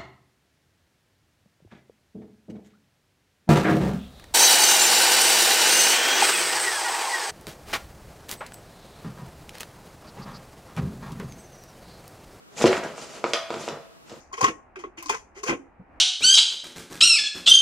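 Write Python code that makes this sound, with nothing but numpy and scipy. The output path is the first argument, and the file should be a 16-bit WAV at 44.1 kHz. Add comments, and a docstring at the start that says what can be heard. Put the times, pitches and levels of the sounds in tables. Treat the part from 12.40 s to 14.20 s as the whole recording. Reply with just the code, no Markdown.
"""A kitten pounces on a flat, paper-wrapped box that lies on a wooden floor.
The box thumps and knocks as filtered bursts of dying tones, and booms once after the pounce.
The wrapping rustles as clumps of tiny clicks and snaps as single-cycle clicks, one of them very sharp.
The floorboards give low thuds. A bare, lively room of dense reflections answers the knocks, snaps
and rustle, over a faint steady hush."""
import sys
import numpy as np
from scipy import signal
from scipy.fft import rfft, irfft
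from scipy.io import wavfile
from scipy.ndimage import uniform_filter1d

SR = 44100
rng = np.random.default_rng(int(sys.argv[2]) if len(sys.argv) > 2 else 0)


def dump(signal):
    """Clip the signal to [-1, 1] and save it as 16-bit WAV at the path in sys.argv[1]."""
    limited = np.clip(np.atleast_2d(signal).T, -1, 1)
    pcm = np.round(limited * 32767).astype(np.int16)
    wavfile.write(sys.argv[1], SR, pcm)


N = 79380  # samples, 1.8 s


def amp(db):
    """Decibels to gain."""
    return 10 ** (np.asarray(db) / 20)


def unit(x):
    """Scales to rms 1."""
    return x / np.sqrt(np.mean(x ** 2) + 1e-20)


def read(points, hz):
    """Reads a table on a log-frequency axis."""
    f, value = np.transpose(points)
    return np.interp(np.log(hz + 1), np.log(f + 1), value)


def add(mix, s, sound):
    """Mixes a sound in at a time in seconds, cut off at the end of the mix."""
    start = max(round(s * SR), 0)
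    part = mix[start:][:len(sound)]
    part += sound[:len(part)]


def colour(x, points):
    """Causal minimum-phase filter that follows a (Hz, dB) table."""
    size = 4096
    hz = abs(np.fft.fftfreq(size, 1 / SR))
    log_gain = np.log(amp(read(points, hz)))
    response = np.exp(np.conj(signal.hilbert(log_gain)))
    taps = np.fft.ifft(response).real[:size // 2]
    return signal.fftconvolve(x, taps)[:len(x)]


def stereo(mid, side):
    """Left and right from middle and side."""
    return np.array([mid + side, mid - side])


def ringing(modes):
    """A second of dying tones, each mode with its own pitch, level and decay."""
    t = np.arange(SR) / SR
    return sum(amp(db - 60 * t / t60) * np.cos(2 * np.pi * hz * t) for hz, db, t60 in modes)


# Steady background. Each row: frequency in Hz, relative level in dB per Hz.
HUSH_COLOUR = [(15, -65), (25, -11.5), (274, -7.5), (340, -7), (895, -14), (1270, -12.5), (1710, -19),
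               (2490, -20.5), (5880, -26), (15500, -32)]
HUSH_DB, HUSH_SIDE_DB = -58, 5.5  # rms of the middle; side against middle


def hush():
    """Faint steady noise of the room: coloured noise, independent in middle and side."""
    # a second of run-in lets the filter settle
    mid, side = (unit(colour(rng.standard_normal(N + SR), HUSH_COLOUR)[SR:]) for _ in range(2))
    return amp(HUSH_DB) * stereo(mid, amp(HUSH_SIDE_DB) * side)


# How fast the room dies away. Each row: frequency in Hz, t60 in seconds.
ROOM_DECAY = [(100, .5), (300, 0.05), (650, 0.71), (1300, 0.66), (3000, 0.75), (6000, .5), (12000, 1)]
# Colour of the room's answer. Each row: frequency in Hz, level in dB.
ROOM_COLOUR = [(40, -12), (90, -6), (170, -4.5), (260, 3.5), (400, -1.5), (700, -0.5), (1300, -0.5),
               (2500, -4), (5000, -3), (8000, -8.5), (14000, 0)]
ROOM_GAP_S = .0012  # silence before the first reflection
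EARLY_DB, EARLY_S = 5.5, 0.037  # extra strength of the early reflections and its time constant


def room_tail():
    """Dense reflections, strongest at first, each band dying at its own speed."""
    t = np.arange(SR) / SR
    after_gap = t > ROOM_GAP_S
    hz, when, bands = signal.stft(rng.choice([-1., 1.], SR), SR, nperseg=256)
    decay = amp(-60 * when / read(ROOM_DECAY, hz)[:, None])
    tail = signal.istft(bands * decay, SR, nperseg=256)[1][:SR]
    tail *= after_gap * (1 + amp(EARLY_DB) * np.exp(-t / EARLY_S))
    # level the bands, so that the room's colour comes from its table
    spectrum = rfft(tail)
    smooth = np.sqrt(uniform_filter1d(abs(spectrum) ** 2, size=140))
    return colour(irfft(spectrum / smooth) * after_gap, ROOM_COLOUR)


# Faint low tones that ring along with the room's answer.
# Each row: frequency in Hz, level in dB before the send's wet gain, t60 in seconds.
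ROOM_RESONANCES = [(149, -70, 0.48), (378, -91, 0.24), (434, -68.5, 0.71), (471, -64, 0.33),
                   (560, -62, 0.24), (917, -76, 0.7), (1286, -64, .55)]
# Stereo width, also used by the rustle. Each row: frequency in Hz, gain of the side signal in dB.
SIDE_WIDTH = [(40, -7), (150, -22), (500, -16.5), (1100, -10.5), (2200, -11), (4500, -7.5), (7500, -4),
              (9500, 3.5), (11000, -14.5), (15000, -35)]


def in_room(x, wet_db):
    """The direct sound in the middle and the room's answer in both channels."""
    mid_tail = room_tail() + ringing(ROOM_RESONANCES)
    side_tail = room_tail()
    mid, side = (amp(wet_db) * signal.fftconvolve(x, tail)[:N] for tail in (mid_tail, side_tail))
    return stereo(x + mid, colour(side, SIDE_WIDTH))


GRAINS_PER_S, GRAIN_SPREAD_DB = 9900, 2  # mean click rate; unevenness of click size
CLUMP_DB, CLUMP_S = 2, 0.007  # how strongly the clumps swing, and for how long


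def grains(force, spectrum):
    """Tiny stick-slip clicks of uneven size, clumped band by band, under the force of the strokes."""
    sizes = amp(GRAIN_SPREAD_DB * np.minimum(rng.exponential(1, N), 4)) * rng.choice([-1., 1.], N)
    struck = rng.random(N) < GRAINS_PER_S / SR
    bands = signal.stft(sizes * struck, nperseg=128)[2]
    keep = np.exp(-64 / (SR * CLUMP_S))  # memory from one 64-sample frame to the next
    # neighbouring bands clump partly together
    swings = uniform_filter1d(rng.standard_normal(bands.shape), size=5, axis=0)
    clumps = unit(signal.lfilter([1], [1, -keep], swings))
    clicks = signal.istft(bands * amp(CLUMP_DB * clumps), nperseg=128)[1][:N]
    return force * unit(colour(clicks, spectrum))


# Paws and fur sliding on the wrapping. Each row: peak in seconds, rise in seconds, fall in seconds,
# level of the paper's hiss in dB, level of the box's rumble in dB.
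SLIDING_STROKES = [(0.151, 0.028, .02, -58, -54.5), (0.187, 0.014, 0.027, -36.5, -39),
                   (0.228, 0.015, 0.0096, -30, -28), (.268, 0.0097, 0.013, -30, -24.5),
                   (0.314, 0.016, 0.049, -40.5, -29), (0.371, 0.0055, .015, -42, -31.5),
                   (.440, 0.0064, 0.015, -46, -30.5), (.470, 0.0097, 0.079, -52, -46.5),
                   (0.596, 0.027, 0.038, -45, -51.5), (0.63, 0.014, 0.018, -43.5, -43.5),
                   (.700, .04, 0.05, -48.5, -49), (0.749, 0.015, 0.044, -47, -44.5),
                   (.908, 0.042, 0.018, -46.5, -41), (1.142, 0.027, 0.062, -47.5, -38),
                   (1.215, 0.019, 0.021, -43, -49), (1.259, 0.02, 0.035, -44.5, -47.5),
                   (1.324, 0.032, 0.034, -61, -39), (1.706, 0.028, 0.042, -54, -52.5),
                   (1.775, .03, 0.021, -61, -58)]
# Colour of the hissing paper. Each row: frequency in Hz, relative level in dB per Hz.
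PAPER_COLOUR = [(200, -17), (800, -8), (1500, -3.5), (2600, 5), (3800, -0.5), (5200, 1), (7200, 2),
                (8500, -6), (11000, -14.5), (15500, -32)]
# Colour of the box rumbling under it. Each row: frequency in Hz, relative level in dB per Hz.
RUMBLE_COLOUR = [(30, -27.5), (90, -10.5), (160, -1), (260, -7), (400, 2), (650, -0.5), (850, -5.5),
                 (1300, -7), (2000, -12.5), (5000, -53.5)]
RUSTLE_SIDE_DB, RUSTLE_ROOM_DB = -3, 0


def rustle():
    """Each stroke swells and fades: the paper hisses and the box under it rumbles."""
    t = np.arange(N) / SR
    hiss_power, rumble_power = 0, 0
    for s, rise, fall, hiss_db, rumble_db in SLIDING_STROKES:
        shape = np.exp(-abs((t - s) / np.where(t < s, rise, fall)) ** 2.06)
        hiss_power = hiss_power + shape * amp(hiss_db) ** 2
        rumble_power = rumble_power + shape * amp(rumble_db) ** 2
    hiss_force = np.sqrt(hiss_power)
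    mid = grains(hiss_force, PAPER_COLOUR) + grains(np.sqrt(rumble_power), RUMBLE_COLOUR)
    side = amp(RUSTLE_SIDE_DB) * colour(grains(hiss_force, PAPER_COLOUR), SIDE_WIDTH)
    return in_room(mid, RUSTLE_ROOM_DB) + stereo(0, side)


# Creases of the wrapping snapping over. Each row: start in seconds, level in dB before the tone filter,
# centre in Hz, crackle after the click in dB above half strength.
CREASE_SNAPS = [(.1725, -38, 4300, 6), (0.213, -16, 2500, -19), (0.2207, -19.5, 5860, 5.5),
                (.2409, -14.5, 2730, -28), (.2575, -9.5, 2530, -2.5), (0.2736, -20, 2860, 3.5),
                (0.278, -15.5, 2710, -1.5), (0.285, -23, 4160, -4.5), (0.311, -21.5, 2250, 0),
                (0.33, -9.5, 1720, -16.5), (.3680, -23, 2620, 0.5), (0.4373, -26, 4050, -2),
                (.8413, -17.5, 3260, -6), (0.9348, -1.5, 4080, -7), (.9435, -16, 1360, -5),
                (1.1046, -19.5, 3420, -9), (1.1416, -33, 2920, 6), (1.2866, -16, 4260, -5),
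                (1.6972, -27.5, 4070, -9.5)]
# What the taut wrapping rings with after a snap.
# Each row: frequency in Hz, level in dB against the snap's own level, t60 in seconds.
SHEET_MODES = [(590, -48, 0.26), (660, -40.5, 0.75), (1110, -38.5, 0.23), (1225, -31, .3),
               (1877, -38, 0.16), (3740, -36.5, 0.15), (4653, -36.5, .22), (4888, -39.5, 0.23)]
# Tone filter over all the snaps. Each row: frequency in Hz, gain in dB.
SNAP_TONE = [(20, -25.5), (200, -16.5), (550, 4), (1200, -3), (1700, 1.5), (3000, -1), (5000, 0.5),
             (7000, 0), (8300, -1.5), (12000, -12.5), (16000, -23)]
SNAP_CYCLES, CRACKLE_S = 0.36, 0.0024  # length scale of the click in cycles; crackle's time constant
SNAP_ROOM_DB = 4.5


def snaps():
    """A buckling crease gives a click of barely one cycle, then the sheet crackles and rings for a moment."""
    t, out = np.arange(SR) / SR, np.zeros(N)
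    ring = ringing(SHEET_MODES)
    for s, db, hz, crackle_db in CREASE_SNAPS:
        age = t * hz / SNAP_CYCLES
        click = 2 * age * np.exp(1 - 2 * age) * np.sin(2 * np.pi * hz * t)
        # the crackle is noise with the colour of the click
        noise = signal.fftconvolve(rng.standard_normal(len(t)), click)[:len(t)]
        crackle = .5 * amp(crackle_db) * unit(noise) * np.exp(-t / CRACKLE_S)
        add(out, s, amp(db) * (click + crackle + ring))
    return in_room(colour(out, SNAP_TONE), SNAP_ROOM_DB)


# Knocks of the box, by paws or by the jolt of the sharp snap.
# Each row: start in seconds, level in dB before filtering, dull above this many Hz, thin below this many Hz.
BOX_KNOCKS = [(0.2143, -2, 604, 200), (0.2416, 18.5, 390, 186), (0.2475, 10, 390, 198),
              (.2585, -1, 680, 148), (.2800, 0, 400, 121), (.3297, -3.5, 1950, 614),
              (0.4357, -18, 2040, 700), (0.58, -14.5, 1200, 402), (0.7386, -19, 770, 348),
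              (0.8414, 2, 1480, 256), (0.9351, -9.5, 1200, 195), (1.1047, -5.5, 1300, 158),
              (1.1405, -9.5, 1270, 298), (1.1602, -9, 610, 150), (1.2790, -4.5, 890, 226),
              (1.2865, -20.5, 1680, 400), (1.7080, -20.5, 690, 150), (1.7176, -12.5, 485, 140),
              (1.7410, -24.5, 915, 130), (1.767, -15, 300, 160)]
# What the box rings with. Each row: frequency in Hz, relative level in dB, t60 in seconds.
BOX_MODES = [(142.5, -20.5, 0.26), (235, -15, 0.083), (353.7, -7.5, 0.11), (469, -15.5, 0.15),
             (474.4, -10.5, 0.069), (543.6, -1, 0.025), (674, -22.5, 0.11), (796, -38.5, .03),
             (967, -5, 0.051), (1245, 3, 0.014), (1297, -17.5, 0.032), (2230, 10.5, 0.0067)]
# The lid's own quick flex under a knock: pitch, level relative to the box modes, time constant
SLAP_HZ, SLAP_DB, SLAP_S = 730, 3, 0.00099
KNOCK_ROOM_DB = -1


def knocks():
    """Each knock flexes the lid and rings the box; each blow has its own dullness and thinness."""
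    t, out = np.arange(SR) / SR, np.zeros(N)
    slap = amp(SLAP_DB) * np.exp(-t / SLAP_S) * np.cos(2 * np.pi * SLAP_HZ * t)
    ring = ringing(BOX_MODES) + slap
    ring /= ring[0]
    for s, db, dull_hz, thin_hz in BOX_KNOCKS:
        dulled = signal.lfilter(*signal.butter(2, dull_hz, fs=SR), ring)
        blow = signal.lfilter(*signal.butter(2, thin_hz, "high", fs=SR), dulled)
        add(out, s, amp(db) * blow)
    return in_room(out, KNOCK_ROOM_DB)


HUM_START_S, HUM_RISE_S, HUM_T60_S = .258, 0.036, 0.25
HUM_DB, HUM_HZ = -18, 375.4  # peak level and pitch


def hollow():
    """The hollow box booms once after the pounce: one low resonance swells and dies away."""
    t = np.maximum(np.arange(N) / SR - HUM_START_S, 0)
    shape = (1 - np.exp(-(t / HUM_RISE_S) ** 2)) * amp(-60 * t / HUM_T60_S)
    return amp(HUM_DB) * shape / shape.max() * np.sin(2 * np.pi * HUM_HZ * t)


# The floorboards give under the kitten's weight.
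# Each row: start in seconds, level in dB before the soft rise and decay.
BOARD_THUDS = [(.272, -23.5), (1.150, -55), (1.325, -63), (1.717, -38)]
BOARD_HZ, BOARD_T60_S, BOARD_RISE_S = 95, 0.083, 0.019


def boards():
    """A short, deep thud of the floor under each shift of weight: a softly rising, dying low tone."""
    t, out = np.arange(SR // 3) / SR, np.zeros(N)
    rise = 1 - np.exp(-t / BOARD_RISE_S)
    tone = rise * np.sin(2 * np.pi * BOARD_HZ * t)
    for s, db in BOARD_THUDS:
        add(out, s, amp(db - 60 * t / BOARD_T60_S) * tone)
    return out


def scene():
    """Box, floor, wrapping and room together."""
    return knocks() + hollow() + boards() + snaps() + rustle() + hush()


SIDE_EDGE_HZ, EDGE_HZ = 10300, 15750  # low-pass corners of the side and of both channels


def record(dry):
    """Narrows the side signal above SIDE_EDGE_HZ, then low-passes both channels at EDGE_HZ."""
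    side = signal.fftconvolve((dry[0] - dry[1]) / 2, signal.firwin(31, SIDE_EDGE_HZ, fs=SR), "same")
    both = stereo(dry.mean(0), side)
    band_limit = signal.firwin(511, EDGE_HZ, window=("kaiser", 9), fs=SR)
    return signal.oaconvolve(both, band_limit[None], "same")


dry = scene()
out = record(dry)
dump(out)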